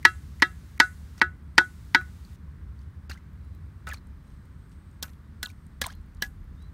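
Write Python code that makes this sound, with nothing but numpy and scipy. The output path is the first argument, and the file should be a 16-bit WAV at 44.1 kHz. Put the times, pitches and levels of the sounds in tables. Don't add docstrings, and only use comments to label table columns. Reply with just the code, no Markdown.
import sys
import numpy as np
from scipy import signal
from scipy.fft import rfft, irfft, next_fast_len
from scipy.io import wavfile
from scipy.ndimage import uniform_filter1d

SR = 44100
rng = np.random.default_rng(int(sys.argv[2]) if len(sys.argv) > 2 else 0)


def gain_from_db(level_db):
    decades = np.asarray(level_db, float) / 20
    return 10 ** decades


def to_wav(sig):
    pcm = np.clip(np.atleast_2d(sig), -1, 1) * 32767
    pcm = np.round(pcm).astype(np.int16)
    wavfile.write(sys.argv[1], SR, pcm.T)


N = 296793
T = np.arange(N) / SR

# (time [s], crack [dB], ring over crack [dB], spot along blade [0-1], brightness [-1..1])
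BLOWS = [
    (0.051, 2, 2, 0.3, 0.4),
    (0.422, 1, -1.5, 0.05, 0.05),
    (0.8, 4, -0.5, 0.7, .4),
    (1.215, -1, 1, .7, -.9),
    (1.58, 2, 0, .95, 0.24),
    (1.947, 1, 0, 0.8, -.3),
]
CUTS = [
    (3.097, -24, -15, .8, -0.35),
    (3.87, -23.5, -2.5, 0.94, -0.847),
    (5.027, -19, -8.5, 0.69, 1),
    (5.43, -17, -1.5, 0.55, 0.53),
    (5.816, -8, -10.5, 0.093, 0.049),
    (6.223, -12, -1.5, 0.056, 0.16),
]
# (frequency [Hz], t60 [s])
SPOT_MODES = [(1301.4, .14), (1478, .16), (1615, 0.07), (1678, 0.1), (1686, .25), (1942, 0.06), (2725, .16)]
# (struck near the hand [dB], struck near the tip [dB])
BLOW_SPOT = [(-27.5, -29), (-33, -18), (-28, -20.5), (-18.5, -22.5), (-37.5, -60), (-10, -19.5),
             (-42.5, -54)]
CUT_SPOT = [(-53, -10.5), (-35, -13.5), (-18, -23), (-11.5, -23), (-63, -68), (-15, -22), (-46, -29)]
# (frequency [Hz], level over crack [dB], t60 [s])
BLOW_MODES = [(291, -17.5, .04), (356, -30, 0.12), (546, -32, 0.052), (749, -39, 0.16), (916, -5, 0.025),
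              (1006.2, -26, 0.054), (1132, -18.5, .03), (2076, -30.5, 0.073), (2203, -20, 0.044),
              (2653, -22.5, 0.042), (3260, -34, 0.11), (3660, -35, 0.092), (3940, -40, .12),
              (4100, -32.5, 0.06), (4554, -38, 0.062), (5210, -32.5, 0.046), (5700, -43.5, 0.07),
              (6255, -42.5, .07), (7530, -48.5, 0.089)]
CUT_MODES = [(243, -30, 0.084), (527, -23, 0.031), (777, -40, 0.21), (1160, -1.5, 0.0064),
             (3330, -47, 0.08), (4000, -20, 0.027)]
# (lowest spot mode [dB], main one [dB], middle three [dB], upper two [dB],
# thud of the stick [dB])
BLOW_HOLDS = [(.1, -3, .1, 0.017, -0.46), (.1, -0.76, .1, .1, -0.26), (.1, 1.5, .1, .1, -3.5),
              (.1, -0.5, -1.5, 0.65, 2.5), (-.1, 0.5, -1.5, -1.5, 3), (.1, 1.5, .1, -0.69, 2)]
CUT_HOLDS = [(.1, .1, 0.075, .1, .1), (1.5, .1, .1, .1, .1), (.1, .1, 1.5, 1.5, .1), (.1, 3.7, .1, .1, .1),
             (.1, .1, 1.5, .1, .1), (.1, .1, .1, .1, .1)]
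HOLD_OF_MODE = [0, 1, 2, 2, 2, 3, 3]
# (frequency [Hz], level per Hz [dB])
BLOW_CRACK = [(120, -47.5), (200, 3.5), (503, -31), (1200, -8.5), (2010, 4), (2600, -10.5), (4790, -8.5),
              (7060, -25), (14500, -37.5), (16500, -53.5)]
CUT_CRACK = [(180, 21.5), (300, -8), (793, -8.5), (1740, 0), (2610, -11.5), (3300, 1.5), (5640, -4.5),
             (10700, -13), (15400, -6), (16500, -38)]
TONE_HZ = [300, 850, 1700, 3500, 11000]
BRIGHT_DB = [-3, 1, -1, 5, 11]
# (frequency [Hz], level under crack [dB], t60 [s])
AFTER = [(300, -22, .12), (1000, -23, .14), (2000, -26.5, 0.3), (2778, -16, 0.035), (4000, -18, 0.12),
         (6000, -19.5, 0.15), (10000, -22, 0.8), (16000, -22.5, .1)]
# (time [s], level [dB])
EDGE = [
    (.052, -54),
    (.424, -56),
    (1.218, -62),
    (5.028, -47),
    (5.43, -60),
    (6.224, -46),
]
# (time [s], peak [dB], pitch [Hz])
TOUCHES = [
    (.029, -43, 2000),
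    (.400, -41, 2000),
    (.778, -41, 2000),
    (1.179, -44, 1700),
    (1.555, -53, 1750),
]
# (time [s], peak [dB], pitch [Hz])
KNOCKS = [
    (1.612, -15, 935),
    (2.012, -17.5, 1640),
    (3.112, -15.5, 1760),
    (3.1515, -31, 1410),
    (5.47, -26.5, 1100),
    (3.936, -26.5, 1000),
    (6.134, -42.5, 2080),
    (6.374, -49.5, 1095),
]
SNAPS = [(6.224, -18, 3080), (1.1795, -41, 5380), (2.2498, -41, 4340), (2.761, -53, 3080),
         (2.7902, -51, 4540), (2.8188, -59, 3080), (3.1106, -33, 4480), (3.116, -27.5, 4310),
         (3.9156, -32, 3400), (3.9429, -31.5, 4400), (3.9806, -45, 4370), (5.0304, -24, 5600),
         (5.0587, -46.5, 6400), (5.0936, -45.5, 4250), (5.1333, -46.5, 3430), (5.4456, -38, 4230),
         (5.451, -36, 4100), (5.491, -42, 3800), (5.8605, -30, 3700), (5.893, -42, 5200),
         (5.9044, -40, 4500), (5.9364, -42, 3300), (6.1694, -48, 4370)]
TICKS = [(1.188, -55, 6500), (3.179, -58, 9180), (3.3323, -59, 14200), (3.4481, -58, 10900),
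         (3.5498, -51, 14750), (3.8878, -33.5, 9090), (3.8914, -35, 7240), (3.9375, -64, 8940),
         (3.9484, -46, 8870), (3.9644, -57, 6850), (4.0711, -52.5, 8400), (4.4559, -55, 8680),
         (4.6957, -59, 7380), (4.7287, -59, 8650), (4.9135, -56, 6900), (5.4504, -36, 7200),
         (5.4611, -37, 7450), (5.472, -40.5, 12500), (5.4954, -48, 7290), (5.667, -50.5, 8900),
         (5.8395, -33, 8970), (5.8665, -20.5, 8590), (5.9527, -50, 13200), (6.0142, -63, 8550),
         (6.0629, -59, 12270), (6.149, -51, 8580), (6.4423, -58, 12700)]
CLICKS = [(3.8705, -34, 1800), (3.8815, -42, 5000), (3.9155, -39, 4000), (3.9337, -31, 4500),
          (3.9432, -48, 4500), (5.432, -29, 3800), (5.471, -44, 5000), (5.503, -33, 5450),
          (5.8147, -26, 3500), (5.8178, -17, 4480), (5.8637, -25, 2500), (5.8662, -32, 6000),
          (1.1893, -41, 4000), (5.1335, -50, 6000), (5.136, -47, 5000), (3.888, -44, 3500),
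          (3.949, -46, 3000), (3.955, -48, 2500), (3.973, -46, 3500)]
# (time [s], length [s], crackle [dB], fall [dB], thickness [dB])
TEARS = [
    (1.178, 0.031, -52.5, 2.5, -3.5),
    (3.1, 0.095, -47.5, 29, -0.5),
    (3.875, 0.044, -43.5, 17, 8),
    (3.935, 0.061, -40, 36, 1),
    (5.035, 0.1, -54.5, 25, 7),
    (5.435, 0.084, -50, 10, -16),
    (5.82, 0.11, -40.5, 19.5, 1),
    (6.23, 0.055, -41, 29, -6),
]
RUSTLES = [
    (2.75, 0.12, -68.5, 15, -18),
    (4.24, 0.14, -70, 8.9, -20),
    (4.68, 0.084, -70.5, 7.3, -14),
    (6.55, 0.12, -72.5, 3.3, -23),
]
# (time [s], level [dB], start frequency [Hz], rise [octaves], length [s])
PLOPS = [(3.098, -44.5, 2780, -0.03, 0.012), (3.106, -48, 1310, 0.1, 0.013), (3.097, -43, 4700, 0.1, .005),
         (3.122, -51, 2620, .3, .012), (3.142, -56, 3100, .01, .006), (3.157, -52.5, 1550, .1, 0.014),
         (3.173, -52, 1950, .15, .011), (3.87, -48, 2700, 0.1, .01), (3.899, -41.5, 2920, -0.4, 0.0075),
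         (3.912, -39, 2050, -0.24, .008), (3.918, -32.5, 1820, -0.19, 0.016),
         (3.933, -51, 1810, 0.55, 0.019), (3.9715, -49, 4230, -0.07, .005),
         (5.457, -32, 4630, -0.73, 0.0079), (5.5, -47.5, 2300, 0.04, .006),
         (5.838, -32, 4770, -0.9, 0.0075), (5.842, -32, 2420, -0.4, 0.0085),
         (5.841, -34, 1340, -0.6, 0.0072), (5.848, -36, 4340, -0.16, 0.0041),
         (5.854, -39, 3600, -0.2, 0.0031), (5.859, -30.5, 1060, -0.17, .01),
         (5.869, -39, 790, -0.3, 0.0091), (5.878, -47, 905, 0.24, .009), (5.886, -44, 1160, .3, 0.012),
         (5.899, -43, 1500, 0.23, .01), (5.9, -55, 3000, 0.24, 0.018), (6.221, -27, 5740, -0.03, .006),
         (6.209, -57, 3000, .05, 0.011), (5.027, -34, 3650, 0.5, 0.008), (5.031, -44, 1497, .01, 0.019),
         (3.901, -41, 2310, 0.2, .007), (3.942, -49, 2600, -.3, 0.01), (5.861, -37, 1900, -.5, .007),
         (5.864, -40, 4200, -0.44, 0.0056), (6.228, -33, 1957, -0.01, .022)]
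# (time [s], frequency [Hz], level [dB])
BIRD = [
    (6.56, 3430, -84),
    (6.58, 3600, -71),
    (6.63, 3963, -68),
    (6.655, 3980, -68),
    (6.7, 3990, -80),
]
# (time [s], level [dB], pitch [Hz])
FAR_CALL = [
    (5.93, -67, 4170),
]
# (time [s], level over mean [dB])
AIR = [(0, -0.5), (.2, -1.5), (1.4, -2.5), (2.44, -0.9), (3.2, 0), (3.84, -0.5), (4.23, -5), (4.85, -2.5),
       (5.14, -4.5), (5.7, -3.5), (6.73, -1.5)]
# (frequency [Hz], level per Hz [dB])
FIELD = [(12, -48.5), (20, -28.5), (54, -4.5), (73, 4), (87, 0), (103, -7.5), (175, -13), (398, -32.5),
         (700, -42.5), (910, -77.5), (1540, -120)]
ROAD = [(600, -17.5), (800, -6.5), (1080, -2), (1500, -3.5), (2000, -7.5), (2700, -16.5), (4000, -18),
        (7000, -25.5), (9500, -24), (10600, -31), (12000, -25.5), (15700, -29), (16200, -50.5)]
# (time [s], rise [dB], half length [s])
GUSTS = [
    (4.23, 8, 0.3),
    (5.95, 11.5, 0.52),
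    (6.4, 11, 0.14),
]
# (time [s], level [dB], half length [s])
INSECTS = [
    (3.55, -85, .25),
    (3.95, -86, .15),
    (4.33, -81, .15),
]
# (time [s], level [dB])
CHORUS = [(0, -90), (1.4, -85), (2.4, -92), (3.6, -90), (4.4, -84), (5, -87), (6.0, -85), (6.73, -88)]
# (frequency [Hz], width [Hz])
INSECT_HZ = [(4020, 22), (8400, 700)]
# (from [s], to [s])
HELD = [
    (0, 1.205),
    (1.58, 2.36),
]
# (frequency [Hz], level per Hz [dB])
PREAMP = [(300, -6.5), (1000, 0), (4000, 2.5), (9000, -1.5), (10600, -5), (12000, -4), (15700, -6),
          (16200, -38)]


def interp_log(hz, points_hz, values):
    return np.interp(np.log(hz), np.log(points_hz), values)


def colour(x, points):
    hz, db = np.transpose(points)
    size = next_fast_len(x.shape[-1], real=True)
    f = np.fft.rfftfreq(size, 1 / SR) + 1
    y = irfft(rfft(x, size) * gain_from_db(interp_log(f, hz, db)), size)[:x.shape[-1]]
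    return y / np.std(y)


def half_octaves(size, centres_hz):
    octave = np.log2(np.fft.rfftfreq(size, 1 / SR) + 1)
    return np.clip(1 - 2 * abs(octave - np.log2(centres_hz)[:, None]), 0, 1)


def hump(hz, width_hz):
    return [(hz / 2, -40), (hz - width_hz, -12), (hz, 0), (hz + width_hz, -12), (hz * 2, -40)]


def fade(t, t60):
    return np.exp(-np.log(1000) * t / t60)


def add(out, s, x):
    i = int(s * SR)
    out[i:i + len(x)] += x[:N - i]


def smooth_twice(x, size):
    return uniform_filter1d(uniform_filter1d(x, size), size)


def walk(rate):
    k = int(SR / rate)
    return 1.9 * smooth_twice(np.repeat(rng.standard_normal(N // k + 1), k), k)[:N]


def swells(rows):
    return sum(height * np.exp(-((T - s) / half) ** 2) for s, height, half in rows)


def field():
    engines_db, road_level_db = -41, -65
    near_db, gust_db = np.interp(T, *np.transpose(AIR)), swells(GUSTS)
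    road_db = 0.11 * near_db - 0.5 * (T / T[-1] - .5)
    engines = colour(rng.standard_normal(N), FIELD)
    road = colour(rng.standard_normal(N), [(400, -51.5)] + ROAD)
    size = next_fast_len(N, real=True)
    whole = rfft(engines + gain_from_db(road_level_db - engines_db) * road, size)
    centres_hz = 20 * 2 ** np.arange(0, 10.5, .5)
    out = np.zeros(N)
    for hz, weights in zip(centres_hz, half_octaves(size, centres_hz)):
        band = irfft(whole * weights, size)[:N]
        swell_db = gust_db if hz < 55 else near_db if hz < 120 else road_db if hz < 3500 else 0
        out += band * gain_from_db(swell_db + 0.27 * walk(10))
    line = swells([(s, gain_from_db(db), half) for s, db, half in INSECTS])
    chorus = gain_from_db(np.interp(T, *np.transpose(CHORUS)))
    for (hz, width_hz), gain in zip(INSECT_HZ, (line, chorus)):
        points = [(hz - 3 * width_hz, -60), (hz, 0), (hz + 3 * width_hz, -60)]
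        unsteady = gain_from_db(2.5 * walk(9) + .5 * walk(2) - 2 - engines_db)
        out += colour(rng.standard_normal(N), points) * gain * unsteady
    return gain_from_db(engines_db) * out


def splinters(rows, sharp, trim_db, click_t60, pure, t60, click_db):
    out, t = np.zeros(N), np.arange(SR // 10) / SR
    click_points = [(1500, -34.0), (4000, -2.5), (15500, -4.5), (16800, -30.5)]
    for s, db, hz in rows:
        noise = rng.standard_normal((2, len(t)))
        pluck = np.sin(2 * np.pi * hz * (t - 0.05 * t ** 2 / t60))
        rough = .6 * colour(noise[0], hump(hz, hz / sharp))
        ring = (pure * pluck + rough) * fade(t, t60) * np.clip(t / 0.0012, 0, 1)
        click = gain_from_db(click_db) * colour(noise[1], click_points) * fade(t, click_t60)
        add(out, s - .001, gain_from_db(db + trim_db) * (ring + click * np.clip(t / 0.00041, 0, 1)))
    return out


def strikes(rows, holds, spots, modes, crack, bite_s, crack_t60, spot_db, crack_db, lead_db, early_s, grip, echo):
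    out, t = np.zeros(N), np.arange(SR // 2) / SR
    thud_hz, waver_db = 650, 1.6
    hz = 250 * 2 ** np.arange(0, 6.5, .5)
    column_hz = hz[:, None]
    bands = half_octaves(len(t), hz)
    after_hz, after_db, after_t60 = np.transpose(AFTER)
    tail_db = interp_log(hz, after_hz, after_db)[:, None]
    tail_t60 = interp_log(hz, after_hz, after_t60)[:, None]
    bite = bite_s * np.minimum(1, 2200 / column_hz) ** 0.78
    decay = np.minimum(1, fade(t - bite, crack_t60 * (2000 / column_hz) ** 0.083))
    hand_db, tip_db = np.transpose(spots)
    for (s, db, ring_db, place, bright), hold in zip(rows, np.array(holds)):
        spot = ring_db + hand_db + place * (tip_db - hand_db) + hold[HOLD_OF_MODE]
        tone = bright * np.array(BRIGHT_DB)
        thud_db = hold[-1]

        noise = irfft(rfft(colour(rng.standard_normal(len(t)), crack)) * bands, len(t))
        noise *= gain_from_db(interp_log(hz, TONE_HZ, tone) + thud_db * (hz < thud_hz))[:, None]
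        fits = uniform_filter1d(rng.standard_normal(len(t)), 40) * np.sqrt(40)
        tearing = gain_from_db(3.2 * fits)
        burst = tearing * decay * (1 + 0.25 * fade(t, 0.033))
        tail = gain_from_db(tail_db) * fade(t, tail_t60 * echo)
        sound = gain_from_db(crack_db) * np.sum(noise * (burst + tail), axis=0)

        spot_rows = [(f, d + spot_db, t60 * grip) for (f, t60), d in zip(SPOT_MODES, spot)]
        table = np.array(modes + spot_rows)
        chance = rng.standard_normal((len(table), 3))
        spread = np.where(table[:, 0] > 3000, 2.5, 1.5) * (np.arange(len(table)) < len(modes))
        f = table[:, :1] * (1 + .001 * chance[:, :1])
        mode_hz = f[:, 0]
        mode_db = table[:, 1] + spread * chance[:, 1] + interp_log(mode_hz, TONE_HZ, tone)
        gain = gain_from_db(mode_db + thud_db * (mode_hz < thud_hz))
        jolt = rng.standard_normal((len(table), len(t)))
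        slow, quick = smooth_twice(jolt, 600), smooth_twice(jolt, 200)
        waver = np.where(f > 2400, 2.5 * quick / np.std(quick), slow / np.std(slow))
        waver = gain_from_db(waver_db * waver * np.clip(t / .03, 0, 1))
        phase = 2 * np.pi * f * t + np.minimum(2, f / 900) * chance[:, 2:]
        rings = gain @ (waver * fade(t, table[:, 2:]) * np.sin(phase))
        sound += rings * np.sin(np.clip(t / (0.8 * bite_s), 0, 1) * np.pi / 2) ** 1.7
        add(out, s - early_s, gain_from_db(db) * sound * np.clip(t / 0.00096, 0, 1))
        add(out, s - .005, gain_from_db(db + lead_db) * noise.sum(axis=0)[-SR // 200:])
    return out


def edge_song():
    out, t = np.zeros(N), np.arange(SR // 4) / SR
    ring = fade(t, .15) * np.clip(t / .003, 0, 1) * np.sin(2 * np.pi * 13385 * t)
    for s, db in EDGE:
        add(out, s, gain_from_db(db) * ring)
    return out


def tearing_twigs(rate, scatter_db, trim_db):
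    out, stutter = np.zeros(N), walk(120)
    # (spectrum, grain t60 s)
    ranges = [([(350, -16), (600, -4), (1300, 1), (2400, -6.0), (3500, -33.0)], .012),
              ([(1500, -13), (2500, 2.0), (6500, 1.5), (9000, -26.0)], .005),
              ([(6000, -41), (8000, 6.0), (15500, -10.0), (17000, -24)], .003)]
    # (rows, loudest moment 0-1, share of the highest range dB)
    sources = ((TEARS, 0, -9), (RUSTLES, .5, -4))
    for k, (points, t60) in enumerate(ranges):
        grains = (rng.random(N) < rate / SR) * gain_from_db(scatter_db * rng.exponential(size=N))
        size = signal.lfilter([1], [1, -fade(1 / SR, t60)], grains) + 0.39
        crackle = colour(rng.standard_normal(N), points) * size * gain_from_db(2.2 * stutter)
        level = np.zeros(N)
        for rows, peak, air_db in sources:
            for s, length, db, fall_db, thick_db in rows:
                along = (T - s) / length
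                inside = (along > 0) * (along < 1)
                sink_db = fall_db * abs(along - peak) / (1 - peak)
                level += inside * gain_from_db(db + (thick_db, 0, air_db)[k] - sink_db)
        out += uniform_filter1d(level, 200) * crackle / np.std(crackle)
    return gain_from_db(trim_db) * out


def plops():
    out = np.zeros(N)
    for s, db, hz, octaves, length in PLOPS:
        along = np.arange(int(length * SR)) / (length * SR)
        rough = gain_from_db(2.5 * uniform_filter1d(rng.standard_normal(SR // 20), 60)[:len(along)] * 8)
        phase = 2 * np.pi * np.cumsum(hz * 2 ** (octaves * along)) / SR
        add(out, s, gain_from_db(db) * rough * np.sin(np.pi * along ** 0.6) * np.sin(phase))
    return out


def bird():
    s, hz, db = np.transpose(BIRD)
    gate = np.clip(np.minimum(T - s[0], s[-1] - T) / 0.0081, 0, 1)
    phase = 2 * np.pi * np.cumsum(np.interp(T, s, hz) * (1 + .009 * walk(200))) / SR
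    return gate * gain_from_db(np.interp(T, s, db) + 2 * walk(73)) * np.sin(phase)


def scene():
    blows = strikes(BLOWS, BLOW_HOLDS, BLOW_SPOT, BLOW_MODES, BLOW_CRACK, bite_s=0.006, crack_t60=0.021,
                    spot_db=6.5, crack_db=-14.0, lead_db=-48, early_s=0.00062, grip=0.99, echo=0.94)
    cuts = strikes(CUTS, CUT_HOLDS, CUT_SPOT, CUT_MODES, CUT_CRACK, bite_s=0.0046, crack_t60=0.029,
                   spot_db=4.0, crack_db=-7.5, lead_db=-35.5, early_s=0.0011, grip=0.91, echo=0.51)
    bits = splinters(KNOCKS, 2.4, -15.5, .014, pure=0.31, t60=0.036, click_db=-19.5)
    bits += splinters(SNAPS, 5.4, -8.5, 0.012, pure=0.64, t60=0.029, click_db=-9.0)
    bits += splinters(TICKS, 5, -2.4, 0.0092, pure=0.7, t60=0.013, click_db=-5.0)
    bits += splinters(CLICKS, 2.2, -2.7, 0.0038, pure=.3, t60=0.0039, click_db=-6.0)
    touches = splinters(TOUCHES, 3.9, -2, .03, pure=.2, t60=.05, click_db=-11.0)
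    twigs = tearing_twigs(2500, 3.8, -4.0) + touches
    birds = bird() + splinters(FAR_CALL, 30, 0, .011, pure=0.92, t60=0.43, click_db=-37)
    return (blows + cuts + bits + edge_song() + twigs + plops() + birds + field())[None]


def dull_before_strikes(x, rows, above_hz):
    step, first_step, longest = 1024, 715, 900
    ahead_s = .005
    gate = np.zeros(N)
    for s, *_ in rows:
        since = (s * SR - first_step) % step
        inside = np.minimum(T - s + since / SR, s - ahead_s - T)
        gate += (since < longest) * np.clip(inside / .001, 0, 1)
    treble = signal.sosfiltfilt(signal.butter(6, above_hz, "high", fs=SR, output="sos"), x)
    return x - treble * gate


def low_pass(x):
    return signal.sosfilt(signal.butter(12, 16800, fs=SR, output="sos"), x)


def record(dry):
    ceiling = 1.02
    held = sum((T >= a) & (T < b) for a, b in HELD)
    dry = signal.sosfilt(signal.butter(2, 33, "high", fs=SR, output="sos"), dry)
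    hiss = gain_from_db(-65.5) * colour(rng.standard_normal(N), PREAMP) * held
    mix = np.tanh(dry / ceiling) * ceiling + hiss
    mix = signal.sosfilt(signal.ellip(6, .2, 60, 16200, fs=SR, output="sos"), mix)
    mix = dull_before_strikes(mix, BLOWS, above_hz=1400)
    mix = dull_before_strikes(mix, CUTS, above_hz=4000)
    return low_pass(mix)


dry = scene()
out = record(dry)
to_wav(out)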